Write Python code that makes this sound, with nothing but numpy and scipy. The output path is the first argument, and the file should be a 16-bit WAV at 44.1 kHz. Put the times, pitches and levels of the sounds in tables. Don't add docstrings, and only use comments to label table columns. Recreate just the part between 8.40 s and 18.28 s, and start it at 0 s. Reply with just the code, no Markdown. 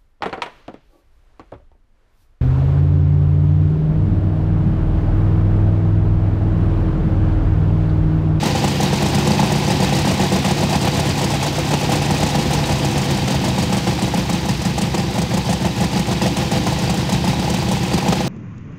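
import sys
import numpy as np
from scipy import signal
from scipy.fft import rfft, irfft
from scipy.io import wavfile

SR = 44100
rng = np.random.default_rng(int(sys.argv[2]) if len(sys.argv) > 2 else 0)


def output_pcm(signal):
    pcm = np.clip(np.atleast_2d(signal).T, -1, 1) * 32767
    wavfile.write(sys.argv[1], SR, np.round(pcm).astype(np.int16))


N = 435708

# time_s, speed (four-stroke cycles per s)
ENGINE_SPEED = [(0.0, 8.416), (0.26, 7.934), (0.52, 7.819), (0.78, 8.059), (1.04, 8.062), (1.3, 8.106),
                (1.56, 8.07), (1.82, 8.093), (2.08, 8.065), (2.34, 8.293), (2.6, 8.271), (2.86, 7.976),
                (3.12, 8.134), (3.38, 8.114), (3.64, 8.066), (3.9, 8.243), (4.16, 8.14), (4.42, 7.778),
                (4.68, 7.672), (4.94, 7.342), (5.2, 7.004), (5.46, 6.804), (5.72, 6.566), (5.98, 6.278),
                (6.24, 6.084), (6.5, 6.125), (6.76, 6.383), (7.02, 6.442), (7.28, 6.396), (7.54, 6.511),
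                (7.8, 6.687), (8.06, 6.764), (8.32, 6.534), (8.58, 6.555), (8.84, 6.602), (9.1, 6.912),
                (9.36, 6.83), (9.62, 6.838), (9.88, 7.018)]
# collector_fast_db (at high speed), collector_slow_db (at low speed),
# lead_share (how far it follows its group lead, 0-1), ringing_db (into the ringing pipes)
CYLINDER_FEEDS = [(-18, -19, .3, -50), (-9, -12, .2, -50), (-18, -18, .1, -31), (-20, -20, .1, -50),
                  (-24, -26, 1, -15), (-14, -30, .3, -24), (-22, -26, .5, -23), (-19, -24, .2, -50),
                  (-25, -25, 1, -12), (-15, -17, .6, -20), (-11, -10, .5, -50), (-21, -17, .3, -23),
                  (-30, -25, .3, -21), (-15, -20, 1, -15), (-9, -12, .2, -50), (-11, -22, .1, -38),
                  (-11, -22, .1, -38), (-28, -34, 1, -15)]
CYLINDER_COUNT = len(CYLINDER_FEEDS)


def from_db(db):
    return 10 ** (np.asarray(db) / 20)


def rms_one(x):
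    return x / np.sqrt(np.mean(x ** 2) + 1e-20)


def in_time(rows):
    time_s, *columns = np.transpose(rows)
    return [np.interp(np.arange(N) / SR, time_s, column) for column in columns]


def clicks(at, sizes):
    return np.bincount(np.clip(at, 0, N - 1), sizes, N) + 1e-18


def ring(x, hz, t60_s):
    radius = from_db(-60 / (t60_s * SR))
    angle = 2 * np.pi * hz / SR
    return signal.lfilter([0, np.sin(angle)], [1, -2 * radius * np.cos(angle), radius ** 2], x)


def resonance(x, hz, width_hz):
    radius = np.exp(-np.pi * width_hz / SR)
    gain = (1 - radius ** 2) / 2
    return signal.lfilter([gain, 0, -gain], [1, -2 * radius * np.cos(2 * np.pi * hz / SR), radius ** 2], x)


def puff(x, rise_s, fall_s):
    rise, fall = np.exp(-1 / (rise_s * SR)), np.exp(-1 / (fall_s * SR))
    decaying = signal.lfilter([1], [1, -fall], x)
    return signal.lfilter([1 - rise], [1, -rise], decaying)


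def coloured(spectrum):
    hz, level_db = np.transpose(spectrum)
    log_hz = np.log(np.arange(N // 2 + 1) * SR / N + 1)
    shape = from_db(np.interp(log_hz, np.log(hz), level_db))
    return rms_one(irfft(rfft(rng.standard_normal(N)) * shape, N))


def firing_order():
    firings_so_far = np.cumsum(in_time(ENGINE_SPEED)[0]) / SR * CYLINDER_COUNT
    number = np.arange(int(firings_so_far[-1]))
    return number % CYLINDER_COUNT, np.searchsorted(firings_so_far, number)


def bark_rows():
    # place (in firing order), delay_ms, blast_db, hiss_db (relative levels)
    near_stacks = [(4, 0.57, -18.5, -35), (8, -1.84, -23.5, -31.5), (10, -1, -19.5, -34.5),
                   (13, -0.06, -20, -42), (15, -2.5, -24, -72), (17, -0.03, -24.5, -43)]
    # start_s, end_s, place (in firing order), blast_db, hiss_db
    lit_spells = [(0.0, 0.1, 8, -10.0, -25.0), (0.0, 1.7, 4, -12.0, -27.0), (0.19, 0.29, 17, -10.0, -24.0),
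                  (0.38, 0.48, 8, -11.0, -24.0), (0.57, 1.17, 17, -11.0, -24.0), (1.2, 2.0, 17, -18, -32),
                  (1.25, 2.09, 8, -11.0, -25.0), (1.3, 4.3, 10, -21, -31), (1.53, 3.6, 13, -13.0, -27.0),
                  (1.85, 2.55, 4, -29, -35), (2.05, 2.64, 17, -10.0, -25.0), (2.1, 2.9, 8, -18, -29),
                  (2.79, 2.89, 17, -11.0, -24.0), (2.97, 3.07, 8, -15, -24.0),
                  (3.28, 3.38, 17, -11.0, -23.0), (3.44, 4.16, 4, -14.0, -27.0),
                  (3.47, 3.57, 8, -11.0, -22.0), (3.65, 4.0, 17, -11.0, -24.0),
                  (3.75, 3.85, 13, -15.0, -25.0), (4.08, 4.18, 8, -15.0, -24.0),
                  (4.24, 4.34, 13, -11.0, -27.0), (4.27, 4.75, 17, -14.0, -25.0), (4.5, 4.62, 4, -17, -27),
                  (4.85, 4.95, 4, -18, -27), (4.85, 5.65, 8, -14.0, -25.0), (4.89, 5.41, 13, -15.0, -27.0),
                  (5.1, 5.7, 15, -15, -34), (5.5, 6.65, 13, -30, -38), (5.68, 5.94, 4, -12.0, -26.0),
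                  (5.68, 6.62, 8, -15, -26.5), (5.95, 6.3, 4, -18, -29), (5.2, 6.65, 17, -28, -38),
                  (6.32, 6.59, 4, -15.0, -25.0), (6.73, 7.9, 13, -12, -27.0), (6.75, 8.1, 4, -32, -39),
                  (6.75, 7.6, 8, -23, -36), (8.3, 9.5, 13, -30, -40), (6.76, 7.18, 17, -15.0, -25.0),
                  (7.0, 8.4, 15, -14, -32), (7.39, 7.64, 17, -14.0, -25.0), (7.76, 7.86, 8, -11, -24),
                  (7.9, 8.31, 8, -16, -24), (8.1, 8.2, 13, -12.0, -33.0), (8.3, 8.6, 4, -16, -29),
                  (8.44, 8.54, 17, -13.0, -25.0), (8.63, 8.88, 4, -14.0, -26.0),
                  (8.67, 8.92, 8, -13.0, -24.0), (8.9, 9.88, 15, -15, -35), (8.95, 9.03, 4, -18, -29),
                  (9.04, 9.14, 17, -16, -25.0), (9.08, 9.18, 4, -16, -25.0), (9.25, 9.5, 4, -16, -29),
                  (9.26, 9.36, 8, -14, -24.0), (9.4, 9.75, 8, -32, -36), (9.48, 9.72, 17, -12.0, -25.0),
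                  (9.52, 9.76, 4, -16.0, -25.0)]
    bark_spread_db = 1.1
    cylinder, at = firing_order()
    delay_ms, blast_db, hiss_db = np.full((3, len(at)), np.nan)
    for place, *habit in near_stacks:
        mine = cylinder == place
        delay_ms[mine], blast_db[mine], hiss_db[mine] = habit
    for start_s, end_s, place, *spell in lit_spells:
        in_spell = (cylinder == place) & (at >= start_s * SR) & (at <= end_s * SR)
        blast_db[in_spell], hiss_db[in_spell] = spell
    number = np.flatnonzero(np.isfinite(delay_ms))
    vary_db = bark_spread_db * rng.standard_normal((2, len(number)))
    when = at + delay_ms / 1000 * SR
    return number, when[number].astype(int), blast_db[number] + vary_db[0], hiss_db[number] + vary_db[1]


def firings(barks, scatter_ms, burn_db, follows, spread_db):
    valve_lateness = [.23, .56, .57, .35, .64, .76, .73, .31, .66, .7, .67, .65, .48, .62, .68, .51, .24,
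                      .73]
    lead_places = [4, 8, 13, 17]
    full_blast_db = -12
    ringing_follows = 0.64
    low_speed, high_speed = 6.9, 7.8
    habit_kept = 0.82

    cylinder, at = firing_order()
    number, _, blast_db, _ = barks
    fast_db, slow_db, lead_share, ringing_db = np.array(CYLINDER_FEEDS)[cylinder].T
    speed = in_time(ENGINE_SPEED)[0][at]
    quickness = np.clip((speed - low_speed) / (high_speed - low_speed), 0, 1)
    collector_db = slow_db + (fast_db - slow_db) * quickness

    memory = np.r_[1, np.zeros(CYLINDER_COUNT - 1), -habit_kept]
    fresh = rng.standard_normal((len(at), 2))
    timing_chance, burn_chance = signal.lfilter([np.sqrt(1 - habit_kept ** 2)], memory, fresh, axis=0).T

    is_lead = np.isin(cylinder[number], lead_places)
    latest_lead = np.searchsorted(number[is_lead], np.arange(len(at)), "right") - 1
    short_db = blast_db[is_lead][latest_lead] - full_blast_db

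    strength_db = burn_db[at] + spread_db * burn_chance
    valve_late_s = np.array(valve_lateness)[cylinder] / (speed * CYLINDER_COUNT)
    late_s = valve_late_s + scatter_ms[at] * timing_chance / 1000
    when = at + (late_s * SR).astype(int)
    collector = clicks(when, from_db(strength_db + collector_db + lead_share * follows[at] * short_db))
    ringing = clicks(when, from_db(strength_db + ringing_db + ringing_follows * short_db))
    return collector, ringing


def pipes(train, modes):
    out = np.zeros(N)
    for k, (hz, width_hz, level_db) in enumerate(modes):
        rung = resonance(resonance(train, hz, width_hz), hz, 2 * width_hz)
        out += (-1) ** k * from_db(level_db) * rung
    return out


def exhaust_beat(collector, ringing, ringing_level_db):
    # pitch_hz, width_hz, level_db (relative)
    longest_pipe = [(62.4, 23, 10.5)]
    # pitch_hz, width_hz, level_db (relative)
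    collector_pipes = [(136.4, 45.7, 8.5), (345, 57, -5.5)]
    # pitch_hz, width_hz, level_db (relative)
    lead_pipes = [(175.7, 38.2, 15.5), (208.8, 35, 6.5), (337.4, 59, 1)]
    # time_s, level_db (added to that pipe's own)
    thump_level = [(0, 4), (1, 2), (1.7, 3.5), (2.4, 3), (3.2, 2), (3.9, 5), (4.7, 3), (5.5, 3),
                   (6.5, -2.5), (8.5, -2.5), (9.88, -1)]
    thump = from_db(in_time(thump_level)[0]) * pipes(collector, longest_pipe)
    lead_ringing = from_db(ringing_level_db) * pipes(ringing, lead_pipes)
    return from_db(36) * (thump - pipes(collector, collector_pipes) - lead_ringing)


def stack_barks(collector, barks):
    # pitch_hz, t60_s, level_db (relative)
    stack_modes = [(330, 0.042, -10), (507.7, 0.11, -4), (663, 0.085, -6), (783.5, 0.057, -3.5),
                   (838.5, 0.057, -4), (990, 0.1, -11.5), (1880, 0.019, -6)]
    favoured_hz = {4: 790, 8: 880, 10: 850, 13: 650, 15: 850, 17: 860}
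    lift_peak_db, lift_octaves = 6.5, 0.18
    stack_detune = 0.03
    number, at, blast_db, _ = barks
    own_hz = np.array([favoured_hz[place] for place in number % CYLINDER_COUNT])
    mode_chance = rng.standard_normal((len(at), len(stack_modes)))
    turbulence = from_db(-30) * rng.standard_normal(N)
    heat = rng.integers(-1, 2, len(at))
    out = np.zeros(N)
    for k, (hz, t60_s, mode_db) in enumerate(stack_modes):
        lift_db = lift_peak_db * np.exp(-(np.log2(hz / own_hz) / lift_octaves) ** 2)
        bark = from_db(blast_db + mode_db + lift_db - 8 + 1.5 * mode_chance[:, k])
        for shift in (-1, 0, 1):
            blast = clicks(at, (heat == shift) * bark)
            if shift == 0:
                blast += from_db(mode_db - 16) * collector
            ragged = turbulence * puff(blast, 0.00053, 0.006)
            push = (-1) ** k * from_db(0.5) * blast + from_db(-0.5) * ragged
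            out += ring(push, hz * (1 + stack_detune * shift), t60_s)
    return out


def gas_hiss(barks):
    # (per Hz, relative)
    gas_spectrum = [(900, 15), (1500, 2), (2700, 3.5), (4500, 3), (6500, 5), (8500, 2.5), (11000, -8),
                    (15800, -11.5)]
    _, at, _, hiss_db = barks
    low_tilt, high_tilt = rng.standard_normal((2, len(at)))
    hiss = coloured(gas_spectrum)
    dull = signal.sosfilt(signal.butter(2, 5200, fs=SR, output="sos"), hiss)
    air = signal.sosfilt(signal.butter(2, 10500, "high", fs=SR, output="sos"), hiss)
    middle = hiss - dull - air
    out = np.zeros(N)
    for band, tilt_db in ((dull, 2.6 * low_tilt), (middle, 0), (air, 2.5 * high_tilt)):
        jet = clicks(at, from_db(hiss_db + tilt_db + 12))
        swell = puff(puff(puff(jet, 0.0036, 0.0021), 0.0036, 1 / SR), 0.0028, 1 / SR)
        out += swell * band
    return out


def air_roar():
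    # (per Hz, relative)
    roar_spectrum = [(40, -14), (90, -6.5), (200, -8.5), (343, -5), (419, -17), (499, -14), (595, -24),
                     (823, -13), (1300, -24.5), (2600, -21), (4850, -23.5), (8400, -34.5), (11000, -43.5),
                     (13500, -41), (15800, -47)]
    return coloured(roar_spectrum)


def valve_gear(taps_per_s):
    # pitch_hz, t60_s, level_db (relative)
    cover_modes = [(1720, 0.0078, -10), (2260, 0.0016, 20), (2542, 0.021, 8.5), (3110, 0.07, -2),
                   (3854, 0.052, 3.5), (4710, 0.021, 8), (6150, 0.01, 5)]
    out = np.zeros(N)
    for hz, t60_s, level_db in cover_modes:
        struck = rng.random(N) < taps_per_s / SR
        size = from_db(3.9 * np.minimum(rng.exponential(1, N), 4))
        taps = struck * size * rng.choice([-1, 1], N)
        out += from_db(level_db) * ring(taps + 1e-18, hz, t60_s)
    return rms_one(out)


def ticks():
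    # start_s, level_db (of the strike, before its random spread)
    tick_times = [(0.748, -27), (1.3016, -24), (2.3487, -31), (6.093, -24), (6.2543, -28), (6.419, -28),
                  (6.58, -28), (6.97, -29), (7.1287, -29), (7.282, -31), (7.4376, -27), (7.5313, -38),
                  (7.819, -23), (8.013, -30), (8.8776, -26.5), (9.5363, -28)]
    # pitch_hz, t60_s
    struck_metal = [(1850, 0.063), (2690, 0.061), (4950, 0.07)]
    start_s, level_db = np.transpose(tick_times)
    at = (start_s * SR).astype(int)
    out = np.zeros(N)
    for hz, t60_s in struck_metal:
        strike = clicks(at, from_db(level_db + 2 * rng.standard_normal(len(at))))
        out += ring(strike, hz, t60_s)
    return out


def scene():
    # time_s, noise_db (air roar and valve clatter), scatter_ms (ignition), ringing_db (pipes),
    # burn_db, follows (share of the lead's shortfall, 0-1)
    running_state = [(0, -22, 0.2, 4, -2, 0.3), (1, -22, 0.18, 8, -0.5, 0.4), (1.6, -22, 0.31, 1, -2, 0.5),
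                     (2.3, -23, 0.27, 2, -0.5, 0), (3, -22.5, 0.15, 1, -1, 0.3),
                     (4.2, -22.5, 0.31, 1.5, 0, 0.56), (5.6, -22, 0.23, 4, -2.5, 0.4),
                     (6.6, -25, 0.31, 0, 1.5, 0.1), (7.3, -24, 0.35, 4, -0.5, 0.2),
                     (8.1, -22, 0.37, 2, -0.5, 0), (9, -24, 0.36, 0.5, 1.5, 0.55),
                     (9.88, -22.5, 0.25, 3, 0, 0.43)]
    noise_db, scatter_ms, ringing_db, burn_db, follows = in_time(running_state)
    barks = bark_rows()
    collector, ringing = firings(barks, scatter_ms, burn_db, follows, spread_db=1.6)
    beat = exhaust_beat(collector, ringing, ringing_db)
    breathing = rms_one(1.1 + rms_one(puff(collector + 2 * ringing, 0.005, 0.008)))
    roar = from_db(noise_db) * breathing * air_roar()
    clatter = from_db(noise_db - 13.5) * breathing * valve_gear(taps_per_s=74)
    mix = beat + stack_barks(collector, barks) + gas_hiss(barks) + roar + clatter + ticks()
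    return mix[None]


def record(dry):
    ceiling, cutoff_hz = 0.52, 15960
    thin = signal.sosfilt(signal.butter(4, 45, "high", fs=SR, output="sos"), dry)
    squashed = ceiling * np.tanh(thin / ceiling)
    return signal.sosfilt(signal.cheby2(28, 70, cutoff_hz, fs=SR, output="sos"), squashed)


dry = scene()
out = record(dry)
output_pcm(out)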